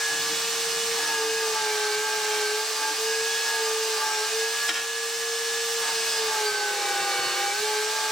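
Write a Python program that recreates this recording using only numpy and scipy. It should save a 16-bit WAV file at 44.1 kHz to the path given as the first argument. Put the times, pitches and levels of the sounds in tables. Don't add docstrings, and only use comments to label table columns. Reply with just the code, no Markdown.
import sys
import numpy as np
from scipy import signal
from scipy.io import wavfile
from scipy.ndimage import uniform_filter1d

SR = 44100
rng = np.random.default_rng(int(sys.argv[2]) if len(sys.argv) > 2 else 0)


def persist_wave(psi):
    counts = np.round(np.clip(psi, -1, 1) * 32767).astype(np.int16)
    wavfile.write(sys.argv[1], SR, np.atleast_2d(counts).T)


N = 357651

IDLE_HZ, LOADED_HZ = 460, 400


def motor(angle, speed, load, push):
    # shaft rate in turns per second, level in dB ahead of any push or waver.
    hum_levels = [(398, -44), (419, -33), (422, -28), (426, -29), (430, -32), (436.5, -41.5), (438, -38),
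                  (440, -31), (445, -28.5), (448, -30), (454.5, -45), (458, -35), (460, -32.5)]
    twice_levels = [(398.0, -36.5), (403.0, -28.5), (422.0, -36), (436.0, -33.5), (439.0, -48),
                    (445.0, -40.5), (460.0, -51.5)]
    bearing_levels = [(398.0, -38), (416.0, -28), (426.0, -35), (436.5, -34), (438.0, -41.5), (442.0, -44),
                      (445.0, -37.5), (448.0, -32), (458.0, -33.5), (460.0, -34.5)]
    overtone_levels = [(398.0, -36.5), (409.0, -45.4), (426.0, -44), (448.0, -53.5), (451.0, -43),
                       (460.0, -48)]
    whistle_levels = [(398.0, -34.5), (409.0, -47), (422.0, -34), (426.0, -46), (445.0, -37), (460.0, -45)]
    low_side_levels = [(398.0, -48), (426.0, -46.8), (436.0, -40.5), (445.0, -43), (451.0, -52.5),
                       (460.0, -56)]
    high_side_levels = [(398.0, -52), (430.0, -46.8), (433.0, -59), (445.0, -40), (448.0, -43),
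                        (460.0, -44.5)]
    # start in seconds, length in seconds,
    # change of the whine (ball rate) in dB, change of the whistle in dB.
    waver_rows = [(-.1, .35, 0.5, -6), (0.208, .83, -9, 0), (1.3, .18, 2.5, 0), (2.63, .22, -9, 5.5),
                  (4.58, .48, 1, -7), (5.03, 0.24, -4.5, 3), (5.26, .4, 0, 4), (5.606, 0.63, -4.5, 1.5),
                  (6.724, 0.18, -10, 0), (7.25, 0.4, -5.5, -3)]
    # frequency in Hz, width in Hz, lift in dB.
    casing_modes = [(1176, 35, 11.5), (1260, 16, 11), (1297, 29, 12.5), (1400, 20, 7.5), (2307, 29, 8),
                    (2278, 31, 10), (2576, 205, 15.5), (3205, 42, 9), (3260, 48, 1), (3700, 89, 2),
                    (4260, 81, 7), (4630, 115, 5), (6100, 130, 10), (6040, 83, -3)]
    # multiple of the shaft rate,
    # level in dB idling, in dB under half load, in dB under full load.
    weak_lines = [(.366, -73.5, -73, -73), (1.565, -55, -54, -73), (1.77, -54, -66, -62),
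                  (2.33, -55.5, -66, -59), (2.565, -58, -60, -58), (3, -67.5, -57.5, -46),
                  (3.08, -56, -68, -80), (3.565, -53, -54.5, -74), (4, -50.5, -47.5, -40.5),
                  (4.7, -83, -57, -46.5), (5, -76, -50, -55), (5.4, -77, -55.5, -51),
                  (5.7, -65.5, -54.5, -51), (6.27, -58, -65, -63), (6.7, -55.5, -48.5, -53),
                  (6.81, -67, -54.5, -60), (7, -69, -63, -50), (8.4, -58, -52, -50), (9.1, -56, -53, -45),
                  (9.4, -57, -47.5, -51), (10.1, -69, -51, -45), (11, -67, -58, -48), (12.8, -67, -46, -49),
                  (13.1, -67, -60, -51), (13.8, -49.5, -60, -64), (14.8, -65, -63, -67),
                  (18.5, -50, -58, -77)]
    ball_pass = 3.7
    push_db = 17
    hum_build_s = 0.024
    waver_fade_s = 0.062
    weak_lines_db = 1.6

    def by_speed(points):
        return np.interp(speed, *np.transpose(sorted(points)))

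    whine_db, whistle_db = 0, 0
    for s, length_s, whine_change_db, whistle_change_db in waver_rows:
        waver = swell(s, length_s, waver_fade_s, waver_fade_s)
        whine_db = whine_db + whine_change_db * waver
        whistle_db = whistle_db + whistle_change_db * waver

    t = np.arange(N) / SR
    hum_db = np.interp(t - hum_build_s, t, by_speed(hum_levels))
    out = partial(angle, 1, hum_db, flutter_db=0.9)
    out += partial(angle, 2, by_speed(twice_levels) + push_db * push, flutter_db=1.6)
    out += partial(angle, ball_pass, by_speed(bearing_levels) + whine_db, flutter_db=1.6)
    ball_lines = [
        (2 * ball_pass, by_speed(overtone_levels)),
        (3 * ball_pass, by_speed(whistle_levels) + whistle_db),
        (ball_pass - 1, by_speed(low_side_levels) + push_db * push),
        (2 * ball_pass - 1, by_speed(high_side_levels))]
    for multiple, level_db in ball_lines:
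        out += partial(angle, multiple, level_db, flutter_db=2.0)

    grid_hz = np.arange(0, SR / 2, 4)
    lift_db = sum(db / (1 + (2 * (grid_hz - hz) / width) ** 2) for hz, width, db in casing_modes)
    for multiple, *by_load_db in weak_lines:
        level_db = np.interp(load, [0, .5, 1], by_load_db) + np.interp(multiple * speed, grid_hz, lift_db)
        out += partial(angle, multiple, level_db + weak_lines_db, flutter_db=2.5)
    return out


def air(rush_top_hz=9200, housing_db=-7.5, rush_db=-30, hiss_db=-42.5):
    # frequency in Hz, relative level in dB per Hz.
    rush_spectrum = [(330, -12.5), (550, -9), (780, -10), (980, -5), (1400, -5.5), (2000, -3.5),
                     (2500, 0.5), (3200, -2), (4500, -0.5), (6000, 2), (7500, -2.5), (9000, -4)]
    hiss_spectrum = [(7000, -24), (9000, 1), (10500, 0), (12000, 1), (16000, -2)]
    # frequency in Hz, width in Hz, relative dB.
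    housing_modes = [(847, 24, -3.5), (1180, 11, 0), (1580, 76, -1.5), (2253, 34, 4), (2545, 100, 2),
                     (2790, 180, -3), (3540, 19, -22), (3580, 65, 9.5), (4320, 390, 5), (5030, 43, -3),
                     (5930, 56, 2)]
    low_pass = signal.butter(8, rush_top_hz, fs=SR, output="sos")
    open_rush = near_walls(signal.sosfilt(low_pass, banded_noise(rush_spectrum, patchy_db=.5)))
    housed_rush = from_db(housing_db) * band(hollow_noise(housing_modes), 620, 11700)
    hiss = banded_noise(hiss_spectrum, patchy_db=1.25)
    return from_db(rush_db) * (open_rush + housed_rush) + from_db(hiss_db) * hiss


def rasp(angle, pressure, bite=0.75, idle_db=-44, rise_db=10.5):
    # frequency in Hz, width in Hz, relative dB.
    rasp_modes = [(393, 125, -4.5), (501, 50, 0), (627, 12.4, 2.5), (708, 60, -2), (827.5, 43, 7),
                  (1069, 26, 5), (1210, 70, 3), (1270, 130, 0.5), (1620, 270, 3.5)]
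    grip = np.sqrt(pressure)
    tearing = hollow_noise(rasp_modes) * (1 + bite * grip * np.cos(angle))
    level_db = idle_db + rise_db * grip
    return from_db(level_db) * band(band(tearing, 265, 2960), 265, 2960)


def grit_buzz(angle, load, level_db=-52, rise_db=14, full_load=0.6, top_hz=8000):
    turn = np.linspace(0, 2 * np.pi, 1024, endpoint=False)
    sleeve = sum(np.sin(k * turn + rng.uniform(0, 2 * np.pi)) for k in range(8, 27))
    buzz = band(np.interp(angle, turn, rms_one(sleeve), period=2 * np.pi), 1300, top_hz)
    return from_db(level_db + rise_db * np.minimum(load / full_load, 1)) * buzz


def table(bump_s=0.028, motor_rumble_db=-64.5, slide_fade_s=0.079):
    # frequency in Hz, relative level in dB per Hz.
    rumble_spectrum = [(25, -32), (50, -13), (80, -13.5), (115, -5.5), (165, 1), (210, -3.5), (260, -8.5),
                       (330, -5.5)]
    # time in seconds, level in dB.
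    bump_rows = [(.19, -57), (.37, -55), (6.51, -52), (7.0, -55), (7.19, -47), (7.25, -46), (7.60, -53)]
    # start in seconds, length in seconds, groan in dB, rumble in dB.
    slide_rows = [(0.07, 0.35, -50, -57), (.38, 0.62, -62.5, -59.5), (0.914, 0.5, -51.5, -62),
                  (1.36, 1.17, -66, -66), (2.75, 0.28, -50.5, -78), (5.45, 2.7, -83, -75)]
    groan_gain = 0
    rumble_gain = from_db(motor_rumble_db)
    for s, length_s, groan_db, rumble_db in slide_rows:
        sliding = swell(s, length_s, slide_fade_s, slide_fade_s)
        groan_gain = groan_gain + from_db(groan_db) * sliding
        rumble_gain = rumble_gain + from_db(rumble_db) * sliding
    groan = rms_one(resonate(resonate(rng.standard_normal(N), 308, 27), 308, 27))
    thud_gain = signal.lfilter([1], [1, -np.exp(-1 / (bump_s * SR))], clicks(bump_rows) + 1e-18)
    return (rumble_gain + thud_gain) * banded_noise(rumble_spectrum, patchy_db=2.0) + groan_gain * groan


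def squeal(angle, fade_s=0.045):
    # start in seconds, length in seconds, multiple of the shaft rate, level in dB.
    squeal_rows = [(4.02, .22, 13, -37.5), (6.99, .17, 3, -35)]
    out = 0
    for s, length_s, multiple, level_db in squeal_rows:
        out = out + swell(s, length_s, fade_s, fade_s) * partial(angle, multiple, level_db, flutter_db=2.5)
    return out


def knocks(tail_s=0.025, tail_db=-29, rattle_per_s=330, rattle_db=-30):
    # time in seconds, level of the blow in dB.
    blow_rows = [(4.6825, -16), (4.691, -9), (4.6935, -11.5), (4.7415, -15), (4.7455, -17), (4.7565, -18),
                 (4.771, -22), (4.793, -26)]
    # frequency in Hz, relative level in dB, time to fall 60 dB in seconds.
    wood_modes = [(235, -29, .12), (325, -25, .14), (560, -21, .06), (720, -18, .06), (1090, -14, .05),
                  (1400, -8, .05), (1820, -4, .06), (2250, -7, .03), (2650, -3, .03), (3150, -4, .025),
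                  (3900, -6, .025), (5050, -6, .025), (5750, -6, .025), (7400, -9, .02)]
    touches = (rng.random(N) < rattle_per_s / SR) * rng.uniform(-1, 1, N)
    rattle = from_db(rattle_db) * swell(4.74, .09, .01, .06) * touches
    blows = clicks(blow_rows) + rattle
    tail = signal.lfilter([1], [1, -np.exp(-1 / (tail_s * SR))], np.abs(blows) + 1e-18)
    reflections = tail * rng.standard_normal((2, N))
    force = blows + from_db(tail_db) * spread(*reflections, 2000)
    modes = 0
    for k, (hz, db, t60) in enumerate(wood_modes):
        modes = modes + (-1) ** k * from_db(db - 10) * ring(force, hz, t60)
    crack = from_db(8.5) * band(force, 2000, 8000)
    return band(modes, 220, 10000) + crack


def chatter(angle, slip=.912, wander=0.24, level_db=-44.5):
    level = from_db(level_db) * swell(start_s=6.3, length_s=1.27, attack_s=0.56, release_s=.1)
    bounce = np.sin(slip * angle + wander * drift(7.4)) * from_db(6.0 + 1.0 * drift(12))
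    shake = rms_one(band(band(rng.standard_normal(N), 453, 545), 430, 540))
    return level * (bounce + from_db(4.5) * shake)


def partial(angle, multiple, level_db, flutter_db):
    phase = multiple * angle + rng.uniform(0, 2 * np.pi)
    gain = np.sqrt(2) * from_db(level_db + flutter_db * drift(13.7))
    return gain * spread(np.sin(phase), np.cos(phase), multiple * IDLE_HZ)


def banded_noise(spectrum, patchy_db):
    out, edges = 0, 25 * 2 ** (np.arange(30) / 3)
    white = rng.standard_normal((2, 2, N))
    for k, (low, high) in enumerate(zip(edges, edges[1:])):
        if high > spectrum[0][0] and low < spectrum[-1][0]:
            hz = np.sqrt(low * high)
            gain = from_db(at_hz(spectrum, hz) + patchy_db * drift(18.5))
            out = out + gain * spread(*band(white[k % 2], low, high), hz)
    return out / np.std(out.mean(axis=0))


def hollow_noise(modes):
    white = rng.standard_normal((2, N))
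    out = 0
    for k, (hz, width, db) in enumerate(modes):
        out = out + (-1) ** k * from_db(db) * spread(*resonate(white, hz, width), hz)
    return rms_one(out)


def near_walls(x):
    echo_gain = .17
    delays = (rng.uniform(.002, .022, 9) * SR).astype(int)
    echoes = sum((-1) ** k * np.pad(x, ((0, 0), (lag, 0)))[:, :N] for k, lag in enumerate(delays))
    return (x + echo_gain * echoes) / np.sqrt(1 + len(delays) * echo_gain ** 2)


def spread(mid, side, hz):
    # frequency in Hz, side minus mid in dB.
    width_points = [(60, -7), (110, -27), (200, -7), (380, -22), (700, -13), (1290, -14), (2380, -7.5),
                    (4400, -10.5), (8120, -2), (15000, 5.5)]
    return mid + from_db(at_hz(width_points, hz)) * side * np.array([[1], [-1]])


def from_db(db):
    return 10 ** (np.asarray(db) / 20)


def rms_one(x):
    return x / np.sqrt(np.mean(x ** 2) + 1e-20)


def in_time(rows):
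    s, *columns = np.transpose(rows)
    return [np.interp(np.arange(N) / SR, s, c) for c in columns]


def at_hz(points, hz):
    return np.interp(np.log(hz), np.log(np.array(points)[:, 0]), np.array(points)[:, 1])


def drift(rate):
    r = np.exp(-80 * np.pi * rate / SR)
    slow = signal.lfilter([1], [1, -2 * r, r * r], rng.standard_normal(N // 40 + 2002))[2000:]
    return np.interp(np.arange(N) / 40, np.arange(len(slow)), rms_one(slow))


def band(x, low_hz, high_hz):
    edges = [low_hz, min(high_hz, .49 * SR)]
    return signal.sosfilt(signal.butter(2, edges, "band", fs=SR, output="sos"), x)


def resonate(x, hz, width_hz):
    r = np.exp(-np.pi * width_hz / SR)
    zeros = np.array([1, 0, -1]) * (1 - r * r) / 2
    return signal.lfilter(zeros, [1, -2 * r * np.cos(2 * np.pi * hz / SR), r * r], x)


def ring(x, hz, t60):
    r, w = from_db(-60 / (t60 * SR)), 2 * np.pi * hz / SR
    return signal.lfilter([0, np.sin(w)], [1, -2 * r * np.cos(w), r * r], x + 1e-18)


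def clicks(events):
    out = np.zeros(N)
    for s, level_db in events:
        out[round(s * SR)] = from_db(level_db)
    return out


def swell(start_s, length_s, attack_s, release_s):
    t = np.arange(N) / SR - start_s
    return np.clip(np.minimum(t / attack_s, (length_s - t) / release_s), 0, 1)


def lagged(x, time_s):
    r = np.exp(-1 / (time_s * SR))
    return signal.lfilter([1 - r], [1, -r], x)


def scene():
    # time in seconds, turns per second.
    speed_curve = [(0.0, 455.9), (0.93, 458.6), (1.05, 455.2), (1.24, 444.0), (1.39, 448.8), (1.67, 428.8),
                   (1.94, 422.3), (2.05, 433.3), (2.5, 422.6), (2.67, 439.0), (2.9, 435.1), (3.09, 446.3),
                   (3.45, 453.3), (3.73, 442.1), (3.84, 443.9), (4.2, 429.6), (4.38, 446.6), (4.64, 455.8),
                   (5.16, 459.3), (5.78, 459.9), (5.94, 449.6), (6.14, 451.8), (6.49, 420.6), (6.98, 402.5),
                   (7.33, 397.8), (7.52, 405.2), (7.64, 428.2), (7.79, 425.8), (7.96, 436.5), (8.11, 433.0)]
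    # start in seconds, length in seconds,
    # extra pressure as a share of the full pressure, 0-1.
    bite_rows = [(.92, 0.36, 0.32), (1.36, 0.25, 0.17), (3.416, 0.35, 0.18), (3.966, .16, 0.15),
                 (5.796, 0.16, 0.36), (6.878, 0.26, 0), (7.682, .1, .2), (7.897, 0.2, 0.04)]
    speed_lag_s = 0.098
    bite_fade_s = 0.053
    speed, = in_time(speed_curve)
    load = np.clip((IDLE_HZ - speed) / (IDLE_HZ - LOADED_HZ), 0, 1)
    bites = sum(extra * swell(s, length_s, bite_fade_s, bite_fade_s) for s, length_s, extra in bite_rows)
    push = speed_lag_s * SR * np.gradient(uniform_filter1d(load, size=2000)) + bites
    pressure = np.clip(load + push, 0, 1)
    unsteady = (.0002 + .0009 * np.sqrt(load)) * drift(25)
    angle = 2 * np.pi * np.cumsum(speed * (1 + unsteady)) / SR

    tones = motor(angle, speed, load, push) + grit_buzz(angle, load) + squeal(angle) + chatter(angle)
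    placed_tones = tones * from_db([[-.2], [.2]])
    placed_air = air() * from_db([[-.6], [.6]])
    return placed_tones + placed_air + rasp(angle, pressure) + table() + knocks()


def record(dry):
    threshold_db, squeeze = -25, 0.83
    detect_s, attack_s, recover_db_per_s = .005, .009, 3.5
    level_db = 10 * np.log10(lagged(np.mean(dry ** 2, axis=0), detect_s) + 1e-12)
    wanted_db = squeeze * np.maximum(level_db - threshold_db, 0)
    recovery_db = recover_db_per_s * np.arange(N) / SR
    duck_db = np.maximum.accumulate(wanted_db + recovery_db) - recovery_db
    ducked = dry * from_db(-lagged(duck_db, attack_s))
    top_cut = signal.ellip(12, .2, 80, 15850, fs=SR, output="sos")
    return signal.sosfilt(top_cut, ducked)


dry = scene()
out = record(dry)
persist_wave(out)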